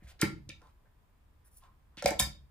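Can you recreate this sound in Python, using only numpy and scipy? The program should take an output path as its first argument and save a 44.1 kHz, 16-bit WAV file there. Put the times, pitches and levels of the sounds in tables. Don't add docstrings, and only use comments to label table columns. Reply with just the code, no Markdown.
import sys
import numpy as np
from scipy import signal
from scipy.fft import rfft, irfft
from scipy.io import wavfile

SR = 44100
rng = np.random.default_rng(int(sys.argv[2]) if len(sys.argv) > 2 else 0)


def dump_mix(stems):
    frames = np.atleast_2d(stems).T
    limited = np.clip(frames, -1, 1)
    pcm = np.round(limited * 32767).astype(np.int16)
    wavfile.write(sys.argv[1], SR, pcm)


def boost_factor(decibels):
    exponent = np.asarray(decibels, float) / 20
    return 10 ** exponent


N = 110250
GRAIN_DB = 1.5


def at_hz(points, hz):
    return np.interp(np.log(hz), np.log(np.array(points)[:, 0]), np.array(points)[:, 1])


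def rms_one(x):
    return x / np.sqrt(np.mean(x ** 2) + 1e-20)


def ring(x, hz, t60):
    radius = boost_factor(-60 / (max(t60, 0.003) * SR))
    w = 2 * np.pi * hz / SR
    return signal.lfilter([0, np.sin(w)], [1, -2 * radius * np.cos(w), radius ** 2], x + 1e-18)


def peak(x, hz, width_hz):
    radius = np.exp(-np.pi * width_hz / SR)
    w = 2 * np.pi * hz / SR
    feed = np.array([1, 0, -1]) * (1 - radius ** 2) / 2
    return signal.lfilter(feed, [1, -2 * radius * np.cos(w), radius ** 2], x)


def peak_twice(x, hz, width_hz):
    return peak(peak(x, hz, width_hz), hz, width_hz)


def bands(size):
    # (frequency [Hz], correlation [-1..1])
    likeness = [(50, 0.95), (200, 0.61), (700, 0.24), (3000, 0.036), (12000, 0.077)]
    edges = 20 * 2 ** np.arange(0, 10.1, 0.5)
    white = rng.standard_normal((2, 2, size))
    for k, (low, high) in enumerate(zip(edges, edges[1:])):
        band = signal.butter(2, [low, high], "band", fs=SR, output="sos")
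        mid, side = signal.sosfilt(band, white[k % 2])
        hz = np.sqrt(low * high)
        alike = np.clip(at_hz(likeness, hz), -1, 1)
        yield hz, np.sqrt(1 + alike) * mid + np.sqrt(1 - alike) * side * [[1], [-1]]


def swell(rows):
    t = np.arange(N) / SR
    return sum(boost_factor(db) * np.sin(np.pi * np.clip((t - s) / length, 0, 1)) ** 0.4 for s, length, db in rows)


def burst(length_s):
    t = np.arange(4096) / SR / max(length_s, 0.0002)
    grains = rng.standard_normal(4096) * boost_factor(GRAIN_DB * np.repeat(rng.standard_normal(256), 16))
    rise = np.clip(t / 0.16, 0, 1)
    fall = np.exp(-4 * np.clip(t - 0.6, 0, None))
    return grains * rise * fall * boost_factor(-GRAIN_DB)


def soften(x, centre_hz, share):
    return peak_twice(np.pad(x, (0, 4096)), centre_hz, share * centre_hz)


def strike(modes, force):
    force = np.pad(force, (0, SR // 3))
    levels_db = [db + 2 * rng.standard_normal() for _, db, _ in modes]
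    return sum(boost_factor(db) * ring(force, hz, t60) for db, (hz, _, t60) in zip(levels_db, modes))


def add(out, s, x):
    i = int(s * SR)
    out[i:i + len(x)] += x[:N - i]


def blows(modes, rows, share):
    out = np.zeros(N)
    for s, db, length, hz in rows:
        force = soften(burst(length), hz, share) / np.sqrt(length * SR)
        add(out, s, boost_factor(db) * strike(modes, force))
    return out


def room_tone():
    # (frequency [Hz], density [dB per Hz])
    tone_colour = [(20, 2), (75, -0.5), (150, -15.5), (500, -25), (1000, -25), (2500, -34), (6500, -44.5),
                   (10000, -41)]
    settle = SR // 4
    tone = rms_one(sum(boost_factor(at_hz(tone_colour, hz)) * b[:, settle:] for hz, b in bands(N + settle)))
    whirr = rms_one(peak_twice(rng.standard_normal((2, N)), 1005, 120))
    return boost_factor(-63) * tone + boost_factor(-85) * whirr


def kitchen(x):
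    # (frequency [Hz], t60 [s])
    room_t60 = [(60, 1.02), (250, 0.4), (1000, 0.2385), (4000, 0.29), (8000, 0.2049), (14000, 0.18)]
    # (frequency [Hz], level [dB])
    room_db = [(60, -12.5), (250, -8.5), (1000, 3), (4000, -2.5), (8000, -5.5), (14000, -2.5)]
    gap_s = 0.002
    t = np.arange(SR // 2) / SR
    tail = sum(boost_factor(at_hz(room_db, hz) - 60 * t / at_hz(room_t60, hz)) * b for hz, b in bands(len(t)))
    tail = tail * np.clip(t / gap_s - 1, 0, 1) * np.sqrt(np.log(1000) * 3.62 / SR)
    return signal.fftconvolve(tail, x[None], axes=1)[:, :N]


def creaks():
    # (time [s], length [s], level [dB], pitch [Hz])
    creak_rows = [(.005, 0.046, -70.5, 1840), (0.063, 0.019, -63, 1850), (0.015, 0.15, -72.5, 620),
                  (0.606, 0.092, -65, 970), (0.615, 0.075, -73.5, 520), (0.846, 0.029, -72.5, 587),
                  (.85, .03, -77.5, 1540), (1.435, 0.064, -79.5, 1580), (1.62, 0.048, -63.5, 1000),
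                  (1.657, 0.048, -69, 1000), (1.911, 0.094, -75, 1040)]
    out = np.zeros(N)
    for s, length, db, hz in creak_rows:
        tone = rms_one(soften(rng.standard_normal(N), hz, 0.44)[:N])
        out += swell([(s, length, db)]) * tone
    return out


def slides():
    # (time [s], length [s], level [dB])
    slide_rows = [
        (.03, 0.039, -70),
        (.07, 0.057, -59.5),
        (.6, 0.12, -78),
        (1.6, 0.078, -74.5),
    ]
    # (frequency [Hz], density [dB per Hz])
    rub_colour = [(900, -6), (2000, 0.5), (5000, -1), (7000, -8.5), (9500, -3.5), (15000, -16.5)]
    rub = rms_one(sum(boost_factor(at_hz(rub_colour, hz)) * b[0] for hz, b in bands(N) if hz > 900))
    return swell(slide_rows) * rub


def gas_leaks():
    # (time [s], length [s], level [dB])
    leak_rows = [
        (1.445, 0.047, -67),
        (1.51, 0.095, -67),
        (1.565, 0.026, -61),
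    ]
    # (frequency [Hz], width [Hz], level [dB])
    jet_peaks = [(6000, 800, -9.5), (9830, 940, 10.5), (12960, 2200, 4.5), (15000, 1500, 3.5),
                 (8000, 6600, -1.5)]
    gusts = np.repeat(rng.standard_normal(N // 128 + 1), 128)[:N]
    white = rng.standard_normal(N) * boost_factor(GRAIN_DB * 0.9 * gusts)
    jet = rms_one(sum(boost_factor(db) * peak_twice(white, hz, width) for hz, width, db in jet_peaks))
    return swell(leak_rows) * jet


def table_thumps():
    # (time [s], level [dB], pitch region [Hz])
    thump_rows = [(0.022, -53, 187), (0.043, -43, 68), (0.2022, -51.5, 405), (.224, -34.5, 420),
                  (0.229, -23.5, 158), (0.247, -31.5, 125), (0.331, -43, 58.5), (0.472, -45.5, 80.4),
                  (.49, -47.5, 203.8), (.2305, -23, 312), (0.552, -48, 67.6), (.621, -58.5, 480),
                  (1.974, -48.5, 200.3), (2.046, -31, 205), (2.058, -35, 75.2), (2.11, -35.5, 269),
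                  (2.15, -41.5, 67.6), (2.2, -34.5, 170), (2.218, -29, 67.64), (2.271, -40.5, 192)]
    # (frequency [Hz], level [dB], t60 [s])
    table_modes = [(49.3, 0.5, 0.058), (66.3, -3.5, 0.2), (105, -5.5, 0.15), (138, -3, 0.18),
                   (168.1, -1, 0.11), (205, -5, 0.15), (253, -7.5, 0.07), (419.3, -8, 0.05), (312, 3, 0.07)]
    click = np.zeros(64)
    click[0] = 1
    out = np.zeros(N)
    for s, db, hz in thump_rows:
        add(out, s, boost_factor(db) * strike(table_modes, soften(click, hz, 0.89)))
    return out


def hard_ticks():
    # (time [s], level [dB], length [s], colour centre [Hz])
    tick_rows = [(0.1917, -58.5, 0.006, 3000), (0.196, -56.5, 0.017, 3456), (0.2097, -46, 0.0084, 4010),
                 (0.2138, -29.5, 0.0057, 4300), (.2145, -29.5, 0.003, 9200), (.2218, -28, 0.0045, 1790),
                 (0.2284, -31, 0.0045, 1470), (0.4905, -43.5, 0.0048, 3860), (0.618, -71, 0.0025, 4730),
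                 (1.637, -61, 0.0024, 2510), (0.669, -72, 0.0059, 3600), (1.9706, -48, 0.0021, 2930),
                 (1.972, -48.5, 0.042, 2330), (2.023, -41, 0.0038, 5020), (2.04, -44, 0.0082, 3500),
                 (2.045, -49.5, .008, 3500), (2.054, -53, .003, 3000), (2.0581, -27, 0.0025, 7380),
                 (2.0594, -22.5, 0.0028, 3940), (2.071, -38.5, 0.012, 3000), (2.0768, -38.5, 0.007, 9000),
                 (2.081, -49, 0.02, 8000), (2.1064, -33, 0.003, 5030), (2.190, -42.5, 0.0058, 8000),
                 (2.1948, -25.5, 0.0023, 8190), (2.196, -25, 0.005, 9000), (2.2, -26.5, .007, 8000),
                 (2.209, -34.5, 0.0068, 6000), (2.224, -39, 0.011, 9050), (2.234, -45.5, .01, 9000)]
    out = np.zeros(N)
    for s, db, length, hz in tick_rows:
        coloured = peak(peak(burst(length), hz, hz), hz, 2 * hz)
        add(out, s, boost_factor(db + 11) * coloured)
    return out


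def opener_knocks():
    # (time [s], level [dB], length [s], pitch region struck [Hz])
    knock_rows = [(0.189, -40.5, 0.039, 1606), (0.2178, -32, 0.0028, 2100), (0.2218, -21, 0.0004, 1600),
                  (0.2285, -23, 0.0004, 1400), (0.233, -34, 0.0053, 794), (0.243, -53, 0.0025, 1950),
                  (0.26, -50.5, 0.012, 1750), (0.4893, -44.5, 0.00016, 2200), (.499, -36, 0.002, 2150),
                  (0.491, -51, 0.0023, 607), (0.6164, -47.5, 0.0016, 1000), (1.6375, -54.5, .002, 1000),
                  (1.972, -41, 0.006, 960), (1.974, -45, 0.028, 1700), (2.023, -33.5, 0.00023, 1500),
                  (2.034, -37.5, 0.02, 600), (2.078, -30.5, 0.018, 1387), (2.113, -32, 0.009, 800),
                  (2.207, -28.5, 0.025, 1700), (2.023, -34, 0.0035, 550), (2.057, -17, 0.0032, 638),
                  (2.0597, -24, 0.0023, 2300), (2.086, -33.5, 0.019, 920), (2.117, -31, 0.0063, 600),
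                  (2.068, -33.5, 0.01, 700), (2.1085, -30.5, 0.003, 570), (2.1088, -29, 0.00026, 1750),
                  (2.198, -25.5, 0.0056, 880), (2.197, -22, 0.006, 2070)]
    # (frequency [Hz], level [dB], t60 [s])
    opener_modes = [(356, 0, 0.02), (510, 5, 0.03), (570, 6, 0.035), (732, 0, 0.02), (870, -2, 0.02),
                    (990, -5, 0.025), (1110, -10, 0.015), (1600, -3, 0.012), (1916, -5.5, 0.015),
                    (2455, -10, .02), (1375, -2, 0.035), (1765, -3, 0.022), (2130, -3, 0.04),
                    (2270, -3, 0.04)]
    return blows(opener_modes, knock_rows, 0.63)


def cap_rings():
    # (time [s], level [dB], length [s], pitch region struck [Hz])
    cap_rows = [(0.2155, -33, 0.003, 4600), (0.234, -37.5, 0.0036, 4750), (0.4925, -60, 0.0003, 3370),
                (.503, -45, 0.00072, 3650), (2.0232, -42.5, 0.00077, 4600), (2.075, -47, 0.0046, 4420),
                (2.109, -46, 0.0016, 4800), (2.193, -22, 0.00013, 3450), (2.199, -32, 0.0002, 4970),
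                (2.2023, -19.5, 0.00073, 4760), (2.223, -30.5, 0.0042, 5090), (2.247, -35, 0.004, 4760)]
    # (frequency [Hz], level [dB], t60 [s])
    cap_modes = [(3130, -12, 0.04), (3300, -6, 0.05), (3688, 2, 0.06), (4280, -8, 0.03), (4608, -9, 0.03),
                 (4828, -9, 0.08), (4872, -8, .04), (5008, -6, .12), (5047, -10, 0.09), (5120, -7, 0.04),
                 (5160, -5, .03), (5335, -13, 0.06), (6600, -13, 0.04), (7330, -14, .04)]
    return blows(cap_modes, cap_rows, 0.3)


def off_centre(x):
    # (frequency [Hz], lead [rad])
    left_lead = [(100, .15), (1120, .4), (2800, 1.1), (5500, 1.9), (14000, 1.3)]
    hz = np.arange(N // 2 + 1) * SR / N + 1
    right = irfft(rfft(x) * np.exp(-1j * at_hz(left_lead, hz)), N)
    return np.array([boost_factor(-0.6) * x, right])


def scene():
    friction = creaks() + slides() + gas_leaks()
    hits = table_thumps() + hard_ticks() + opener_knocks() + cap_rings()
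    echo = kitchen(hits + boost_factor(-2.5) * friction)
    return off_centre(hits + friction) + echo + room_tone()


def band_limit(x):
    return signal.sosfilt(signal.butter(12, 16300, fs=SR, output="sos"), x)


def record(dry):
    hz = np.arange(N // 2 + 1) * SR / N
    dip_db = -22 * np.exp(-((hz - 11600) / 480) ** 2)
    top_cut_db = -25 * np.clip((hz - 15300) / 600, 0, 3)
    mix = irfft(rfft(dry) * boost_factor(dip_db + top_cut_db), N)
    return band_limit(mix)


dry = scene()
out = record(dry)
dump_mix(out)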